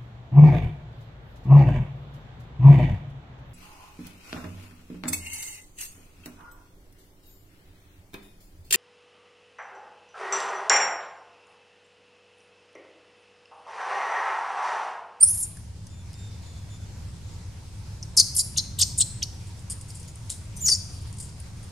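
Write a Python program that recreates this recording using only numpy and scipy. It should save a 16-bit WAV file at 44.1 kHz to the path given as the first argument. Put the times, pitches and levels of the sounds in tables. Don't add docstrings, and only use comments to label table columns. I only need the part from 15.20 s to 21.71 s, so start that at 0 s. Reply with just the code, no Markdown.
import sys
import numpy as np
from scipy import signal
from scipy.io import wavfile
from scipy.ndimage import uniform_filter1d, map_coordinates

SR = 44100
rng = np.random.default_rng(int(sys.argv[2]) if len(sys.argv) > 2 else 0)


def digitize_waveform(pressure):
    field = np.atleast_2d(pressure).T
    bounded = np.clip(field, -1, 1)
    quanta = np.round(bounded * 32767).astype(np.int16)
    wavfile.write(sys.argv[1], SR, quanta)


def ratio(d):
    e = np.asarray(d, float) / 20
    return 10 ** e


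N = 287091
TIME = np.arange(N) / SR


def squeaks():
    return whistled_cries() + lower_voice() + rasp()


# t/s, f/Hz, level/dB, roughness/0-1
SCREAM = [
    (0.042, 9300, -14, 0.42),
    (0.06, 9000, -29.5, 0.68),
    (0.08, 9600, -20.5, 0.4),
    (0.11, 10000, -23, 0.65),
    (0.124, 10550, -28, 0),
    (0.147, 10700, -29.5, 0.1),
    (0.163, 11200, -38.5, 0.33),
    (0.18, 10500, -30.5, 0.65),
    (0.222, 10310, -30, 0.7),
]
# t/s, length/s, level/dB, f from/Hz, f to/Hz
LAST_GASP = [
    (.224, 0.02, -22, 9660, 9270),
]
# t/s, length/s, level/dB, f from/Hz, f to/Hz
CHIRPS = [
    (2.826, 0.0083, -31.5, 6300, 4952),
    (2.968, .045, -19.5, 8390, 5540),
    (3.15, 0.036, -28.5, 11600, 9200),
    (3.179, 0.028, -21.5, 7780, 6770),
    (3.371, .028, -19, 6910, 4765),
    (3.588, .021, -21, 8220, 7380),
    (3.611, .024, -13, 9200, 4068),
    (3.782, .019, -16.5, 7990, 8213),
    (3.803, 0.02, -11, 8345, 7575),
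    (4.027, .011, -19.5, 6470, 4150),
]
# t/s, f/Hz, level/dB
PURE = [
    [(0.002, 8190, -46), (0.01, 8630, -16), (0.017, 8690, -16.5), (0.023, 9130, -22), (0.032, 9252, -2.5),
     (0.041, 9100, -9), (0.045, 9500, -40)],
    [(5.358, 6223, -51.5), (5.397, 5940, -51), (5.418, 7330, -33.5), (5.437, 6870, -32.5),
     (5.456, 6890, -21), (5.478, 5717, -20.5), (5.495, 5400, -28), (5.523, 4594, -20), (5.543, 4646, -31)],
]


def whistled_cries():
    rough_cries = [SCREAM] + sung_notes(LAST_GASP, (.1, .02)) + sung_notes(CHIRPS, (.5, .2))
    pure_cries = [[(*row, .012) for row in cry] for cry in PURE]
    return band(whistle(rough_cries), 3700, 19000) + whistle(pure_cries)


# t/s, level below the whistle/dB
BEATING = [
    (0, -27),
    (.04, -26.5),
    (.09, -19.5),
    (.25, -25.5),
    (2.8, -47.5),
    (3.6, -26),
    (5.35, -43),
    (5.46, -35.5),
]
# t/s, level/dB
OVERTONE = [
    (0, -40),
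    (3.8, -34),
    (4.03, -22.5),
    (5.35, -10),
    (5.46, -18),
    (5.48, -23),
    (5.51, -10),
]


def whistle(tables):
    height, phase = fold(tables, chaos_hz=960)
    beat = np.exp(2j * np.pi * 3916 * TIME)
    side = ratio(in_time(BEATING)[0])
    cycle = np.exp(1j * phase) * (1 + side * (1 / beat + .45 * beat) + 4.7 * (side / beat) ** 2)
    below_top = np.gradient(phase) < 2 * np.pi * 8000 / SR
    cycle += ratio(in_time(OVERTONE)[0]) * np.exp(2j * phase) * below_top
    return (height * cycle).real


# t/s, length/s, level/dB, f from/Hz, f to/Hz
VOICE = [(.224, .027, -33, 7410, 7165), (2.972, .044, -12, 5243, 4400), (3.165, .02, -34, 4934, 4850),
         (3.19, .026, -22.5, 5034, 4620), (3.362, 0.0125, -33, 3390, 3923),
         (3.376, 0.029, -22.5, 4200, 4134), (3.585, .022, -32.5, 3670, 4300),
         (3.608, .019, -20, 5264, 2905), (3.799, 0.012, -30, 3860, 3780), (3.814, 0.0155, -21, 4247, 4080),
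         (4.021, 0.0125, -28, 3500, 2875)]
# t/s, length/s, level/dB, f from/Hz, f to/Hz
SPLIT = [
    (2.986, .026, -16.5, 9400, 8900),
    (3.182, .021, -15.5, 10200, 10000),
    (3.589, .032, -32, 12200, 11700),
    (3.776, .018, -31.5, 10220, 10200),
    (3.796, .028, -45, 14580, 14100),
    (5.464, .02, -25, 8400, 7000),
]


def lower_voice():
    out = np.zeros(N)
    for rows in (VOICE, SPLIT):
        height, phase = fold(sung_notes(rows, (.5, .25)), chaos_hz=648)
        out += (height * np.exp(1j * phase)).real
    return out


# t/s, length/s, upper mouth level/dB, lower mouth level/dB, chest level/dB
RASP = [(.044, 0.006, -22, -36, -62), (.053, 0.086, -32, -50, -69), (.122, 0.06, -31, -43, -68),
        (.168, 0.094, -29.5, -43.5, -65), (2.826, 0.017, -47, -54, -61), (2.967, 0.028, -14.5, -18, -54.5),
        (2.992, 0.02, -11, -10, -35), (3.147, 0.013, -27, -38, -62), (3.164, 0.02, -11, -24, -42),
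        (3.183, 0.0364, -19, -24, -42), (3.371, 0.024, -22.5, -17, -30.5),
        (3.588, 0.021, -22.5, -21, -21.5), (3.609, 0.029, -25, -15, -33), (3.777, 0.025, -20, -30.5, -29.5),
        (3.805, 0.02, -35, -14.5, -12), (4.028, 0.021, -35, -47, -53), (5.364, 0.022, -36.5, -46.5, -72),
        (5.387, .064, -43.5, -53, -60), (5.455, .021, -32, -23, -49), (5.477, 0.041, -20.5, -13.5, -39),
        (5.513, 0.0473, -26.5, -19, -62)]
# f/Hz, width/Hz, level/dB
CHEST = [
    (3152, 2100, 1.5),
    (3500, 2100, 12.5),
]
# f/Hz, width/Hz, level/dB
LOW_MOUTH = [
    (4314, 590, -7),
    (5424, 2200, 12.5),
    (6400, 1570, -1.5),
]
# f/Hz, width/Hz, level/dB
HIGH_MOUTH = [
    (7500, 560, -2),
    (9000, 1332, 10),
    (10200, 2800, 2),
    (11000, 3300, 0.5),
    (14200, 2800, -26),
]


def rasp():
    levels = in_time(sum(bursts(RASP), []))
    high_db, low_db, chest_db = uniform_filter1d(levels, size=60)
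    out = ratio(chest_db) * band(chaos(CHEST, slap_db=9.0, slap_hz=350.6), 2750, 4652)
    out += ratio(low_db) * band(chaos(LOW_MOUTH, slap_db=0.0, slap_hz=349), 4360, 7550)
    upper = chaos(HIGH_MOUTH, slap_db=1.9, slap_hz=350)
    out += ratio(high_db) * band(upper, 6000, 11760)
    strain_db = high_db + .42 * (chest_db - high_db) - 1.5
    out += ratio(strain_db) * band(upper, 11900, 21000)
    puffs = chaos([(1281, 2100, 0), (450, 400, -6.5)], slap_db=1.5, slap_hz=200)
    out += ratio(low_db - 30.5) * puffs
    return ratio(-5) * gate(bursts(RASP), edge_s=0.00106) * out


def fold(tables, chaos_hz):
    hz, level_db, rough = in_time(sum(map(list, tables), []))
    rough = np.clip(rough, 0, 1)
    noise = rng.standard_normal(N) + 1j * rng.standard_normal(N)
    wander = rms_one(signal.sosfilt(signal.butter(4, chaos_hz, fs=SR, output="sos"), noise))
    shape = np.sqrt(1 - rough) + np.sqrt(rough) * wander
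    glide_s = 0.0072
    hz = uniform_filter1d(hz, int(glide_s * SR) + 1)
    hz = hz * (1 + .05 * rough * drift(150))
    height = np.sqrt(2) * ratio(level_db) * gate(tables, edge_s=.002) * shape
    return height, 2 * np.pi * np.cumsum(hz) / SR


def chaos(modes, slap_db, slap_hz):
    slaps = rng.standard_normal(N) * ratio(slap_db * drift(slap_hz))
    return rms_one(sum(ratio(db + 4.2 * drift(100)) * mouth(slaps, [(hz, w, 0)]) for hz, w, db in modes))


def sung_notes(rows, rough):
    share = np.array([0, 0.2786, 1 - 0.59, 1])
    shape_db = np.array([-11.5, 0, -5.5, -10])
    rough_curve = rough[0] + (rough[1] - rough[0]) * share
    return [list(zip(s + n * share, a + (b - a) * share, db + shape_db, rough_curve))
            for s, n, (_, _, db, a, b) in zip(*spans(rows), rows)]


def bursts(rows):
    rise_s, fall_s = 0.0083, .009
    shape_db = np.array([-8, 0, -2, -13])
    out = []
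    for s, n, row in zip(*spans(rows), rows):
        at = s + np.array([0, min(rise_s, 0.66 * n), n - min(fall_s, .5 * n), n])
        out.append(list(zip(at, *(db + shape_db for db in row[2:]))))
    return out


# t/s, peak level/dB, length/s, brightness f/Hz
CRUNCH = [(4.269, -41, 0.017, 8080), (4.392, -39, 0.016, 8210), (4.499, -18, 0.018, 8700),
          (4.517, -22, 0.0052, 9200), (4.6117, -23, 0.0038, 8300), (4.684, -33.5, 0.017, 8230),
          (4.7464, -32, 0.025, 8300), (4.7974, -35, 0.01, 8650), (4.878, -29.5, 0.013, 6950),
          (5.103, -22.5, 0.026, 8360), (5.9834, -30, 0.012, 8460), (6, -22, 0.015, 8540),
          (6.025, -34.5, 0.039, 8160), (6.0868, -38, 0.0095, 5210), (6.4284, -41.5, 0.02, 9000)]
# t/s, peak level/dB, length/s, brightness f/Hz
SNAP = [(0.6689, -22, 0.00087, 6080), (0.9314, -24.5, 0.0015, 2850), (0.9408, -26.5, 0.0013, 5340),
        (4.6588, -45, 0.002, 8990), (4.7042, -21, 0.0015, 5400), (4.7124, -36, 0.002, 9200),
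        (4.7545, -30, .0015, 7500), (4.7731, -30, 0.002, 9050), (4.8299, -28, 0.002, 6260),
        (4.9571, -24.5, 0.0011, 8950), (5.1012, -5.5, .001, 7500), (5.2545, -36.5, 0.0023, 7540),
        (5.9269, -28, 0.0024, 8400), (5.9688, -31, 0.002, 8590)]
# t/s, peak level/dB, length/s, brightness f/Hz
PAW = [
    (5.096, -22.5, 0.023, 4000),
    (6.2, -29, 0.0049, 9200),
    (0.37, -26, 0.0025, 1720),
]
# t/s, level/dB
RUSTLE = [
    [(4.15, -56.5), (4.498, -64.5), (4.614, -52), (5.3, -62.5)],
    [(5.74, -47), (6.206, -62.5), (6.51, -58.5)],
]
# f/Hz, width/Hz, level/dB
CRACKLE_PEAKS = [
    (3484, 1540, -4),
    (5130, 960, 6.5),
    (7680, 2700, 3.5),
    (9200, 1860, 8.5),
    (12200, 14000, -6),
]


def leaves():
    snaps = ratio(4.4 * np.minimum(rng.exponential(1, N), 4)) * rng.choice([-1, 1], N)
    chance = rng.random(N)
    dense = rms_one(snaps * (chance < 9000 / SR))
    body, own = np.zeros(N), np.zeros(N)
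    t = TIME[:SR // 5]
    for s, db, length, hz in list(CRUNCH) + list(SNAP) + list(PAW):
        at = int(s * SR)
        decay = np.exp(-t / max(length, .001)) * (1 - np.exp(-t / 0.00032))
        burst = dense[at:at + len(t)] * decay[:N - at]
        burst[0] += 4.0
        body[at:at + len(t)] += ratio(db - 15.5) * burst
        own[at:at + len(t)] += ratio(db - 3) * resonate(resonate(burst, hz, 0.2 * hz), hz, 0.2 * hz)
    swarm = rms_one(snaps * (chance < 4000 * ratio(5.0 * drift(25)) / SR))
    rustle_db = in_time(sum(map(list, RUSTLE), []))[0] - 5.0
    body += ratio(rustle_db) * gate(RUSTLE, edge_s=0.24) * swarm
    ringing = sum(ratio(db) * resonate(resonate(body, hz, w), hz, w) for hz, w, db in CRACKLE_PEAKS)
    return band(own + ringing, 1450, 12900)


def trees(x):
    thin = signal.sosfilt(signal.butter(2, 3975, "high", fs=SR, output="sos"), x)
    dull = signal.sosfiltfilt(signal.butter(2, 7200, fs=SR, output="sos"), thin)
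    far = scatter(dull, t60=.66, level_db=-9, start_s=0.008, alike=1.0)
    far += scatter(thin - dull, t60=.47, level_db=-9, start_s=0.008, alike=0.99)
    return scatter(x, t60=.045, level_db=-5.5, start_s=.0005, alike=.1) + sway(far)


def scatter(x, t60, level_db, start_s, alike):
    t = TIME[:SR]
    shared, own = rng.standard_normal(SR), rng.standard_normal((2, SR))
    tail = (alike * shared + own) * ratio(-60 * t / t60) * np.clip(t / start_s, 0, 1)
    tail /= np.sqrt(np.sum(tail ** 2, axis=1, keepdims=True))
    return ratio(level_db) * signal.fftconvolve(x[None], tail, axes=1)[:, :N]


def sway(x):
    at = np.arange(N) + 1.4e-5 * SR * drift(60)
    return np.array([map_coordinates(c, [at], order=3, mode="nearest") for c in x])


# t/s, length/s, f/Hz, level/dB, octave level/dB
BIRD = [
    (.71, 0.13, 3545, -64, -59),
    (0.956, .24, 3654, -58, -56),
    (1.232, .23, 3520, -60, -56),
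    (1.503, 0.14, 3540, -61, -58.5),
]


def bird():
    scoop_hz, onset_db, swell_s = 15, -4, 0.055
    sag_hz_per_s, fade_db_per_s, octave_fade_db_per_s = 390, 34, 94.5
    tables = []
    for s, n, (_, _, hz, db, up_db) in zip(*spans(BIRD), BIRD):
        onset = (s, hz - scoop_hz, db + onset_db, up_db + onset_db)
        full = (s + swell_s, hz, db, up_db)
        end = (s + n, hz - sag_hz_per_s * n, db - fade_db_per_s * n, up_db - octave_fade_db_per_s * n)
        tables.append([onset, full, end])
    hz, level_db, octave_db = in_time(sum(tables, []))
    phase = 2 * np.pi * np.cumsum(hz * (1 + 0.00402 * drift(60))) / SR
    tone = ratio(level_db) * np.sin(phase) + ratio(octave_db) * np.sin(2 * phase)
    return np.sqrt(2) * tone * gate(tables, edge_s=.012) * ratio(3 * drift(25))


# f/Hz, level/dB per Hz
RUMBLE = [(12, -42), (20, -16), (92, 2.5), (108, -2), (128, -5), (190, -11.5), (252, -26.5), (296, -16),
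          (382, -30.5), (500, -43.5), (650, -63), (1100, -120)]
# t/s, level/dB
RUMBLE_LEVEL = [
    (0, -42.5),
    (2.1, -38.5),
    (2.4, -41),
    (3.7, -37.5),
    (4.1, -39),
    (5.0, -41),
    (5.4, -37.5),
    (6.51, -40),
]


def rumble():
    drone = ratio(-5) * mouth(rng.standard_normal(N), [(100.5, 14, 0)])
    return ratio(in_time(RUMBLE_LEVEL)[0]) * (banded_noise(RUMBLE, step=1 / 3, patchy_db=1.0) + drone)


# f/Hz, level/dB per Hz
HISS = [(240, -38.5), (400, -10.5), (432, -4.5), (799, -6.5), (931, -5.5), (1120, -9), (1860, -11),
        (2240, -10.5), (2410, -10), (2990, -12.5), (5200, -9), (7080, -12), (8910, -14), (14600, -33.5),
        (15700, -41)]
# t/s, level/dB
HISS_LEVEL = [
    (0, -53.5),
    (.55, -59),
    (1.1, -54.5),
    (2.8, -55),
    (4.2, -54.5),
    (6.51, -54.5),
]


def hiss():
    whine = ratio(-16.5 + 2.7 * drift(6.7)) * mouth(rng.standard_normal(N), [(928, 110, 0)])
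    return ratio(in_time(HISS_LEVEL)[0]) * (banded_noise(HISS, step=1 / 4, patchy_db=1.42) + whine)


# f/Hz, likeness/0-1
LIKENESS = [
    (30, 0.99),
    (90, 0.97),
    (170, 0.92),
    (350, 0.48),
    (700, 0.433),
    (2000, 0.27),
    (6000, 0.17),
    (14000, 0.468),
]


def banded_noise(spectrum, step, patchy_db):
    out, gust, white = 0, drift(13.0), rng.standard_normal((2, 2, N))
    octaves = np.log2(spectrum[-1][0] / spectrum[0][0])
    edges = spectrum[0][0] * 2 ** np.arange(0, octaves, step)
    for k, (low, high) in enumerate(zip(edges, edges[1:])):
        band_pass = signal.butter(2, [low, high], "band", fs=SR, output="sos")
        mid, side = signal.sosfilt(band_pass, white[k % 2])
        hz = np.sqrt(low * high)
        alike = np.clip(at_hz(LIKENESS, hz), 0, 1)
        gain = ratio(at_hz(spectrum, hz) + patchy_db * (drift(5) + .5 * gust))
        out = out + gain * (np.sqrt(1 + alike) * mid + np.sqrt(1 - alike) * side * [[1], [-1]])
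    return out / np.sqrt(np.mean(out.mean(axis=0) ** 2))


def rms_one(x):
    return x / np.sqrt(np.mean(np.abs(x) ** 2) + 1e-20)


def in_time(rows):
    s, *columns = np.transpose(rows)
    return [np.interp(TIME, s, c) for c in columns]


def gate(tables, edge_s):
    ends = [(t[0][0] - edge_s, t[0][0], t[-1][0], t[-1][0] + edge_s) for t in tables]
    return np.clip(sum(np.interp(TIME, e, [0, 1, 1, 0]) for e in ends), 0, 1)


def spans(rows):
    s, length = np.transpose(rows)[:2]
    return s, np.clip(length, .003, np.diff(s, append=99) - .0005)


def at_hz(points, hz):
    return np.interp(np.log(hz), np.log(np.array(points)[:, 0]), np.array(points)[:, 1])


def drift(rate_hz):
    r = np.exp(-2 * np.pi * rate_hz / SR)
    return rms_one(signal.lfilter([1], [1, -2 * r, r * r], rng.standard_normal(N + SR))[SR:])


def resonate(x, hz, width_hz):
    r = np.exp(-np.pi * width_hz / SR)
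    poles = [1, -2 * r * np.cos(2 * np.pi * hz / SR), r * r]
    return signal.lfilter(np.array([1, 0, -1]) * (1 - r * r) / 2, poles, x)


def mouth(x, modes):
    return rms_one(sum(ratio(db) * resonate(resonate(x, hz, w), hz, w) for hz, w, db in modes))


def band(x, low_hz, high_hz):
    return signal.sosfilt(signal.butter(6, [low_hz, high_hz], "band", fs=SR, output="sos"), x)


# t/s, left minus right level/dB
PAN = [
    (0, -5),
    (.06, 0.5),
    (3.0, 1),
    (4.1, 0.4),
    (6.5, 2.5),
]


def scene():
    near = squeaks() + leaves()
    pan_db = in_time(PAN)[0] * [[.5], [-.5]]
    return (near + trees(near)) * ratio(pan_db) + bird() * ratio([[.6], [-.6]]) + rumble() + hiss()


def band_limit(x):
    return signal.sosfilt(signal.butter(12, 15880, fs=SR, output="sos"), x)


def record(dry):
    cut = signal.cheby2(16, 60, 16150, fs=SR, output="sos")
    rounded = 1.344 * np.tanh(dry / 1.382)
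    return band_limit(signal.sosfilt(cut, rounded) - .0018)


dry = scene()
out = record(dry)
digitize_waveform(out)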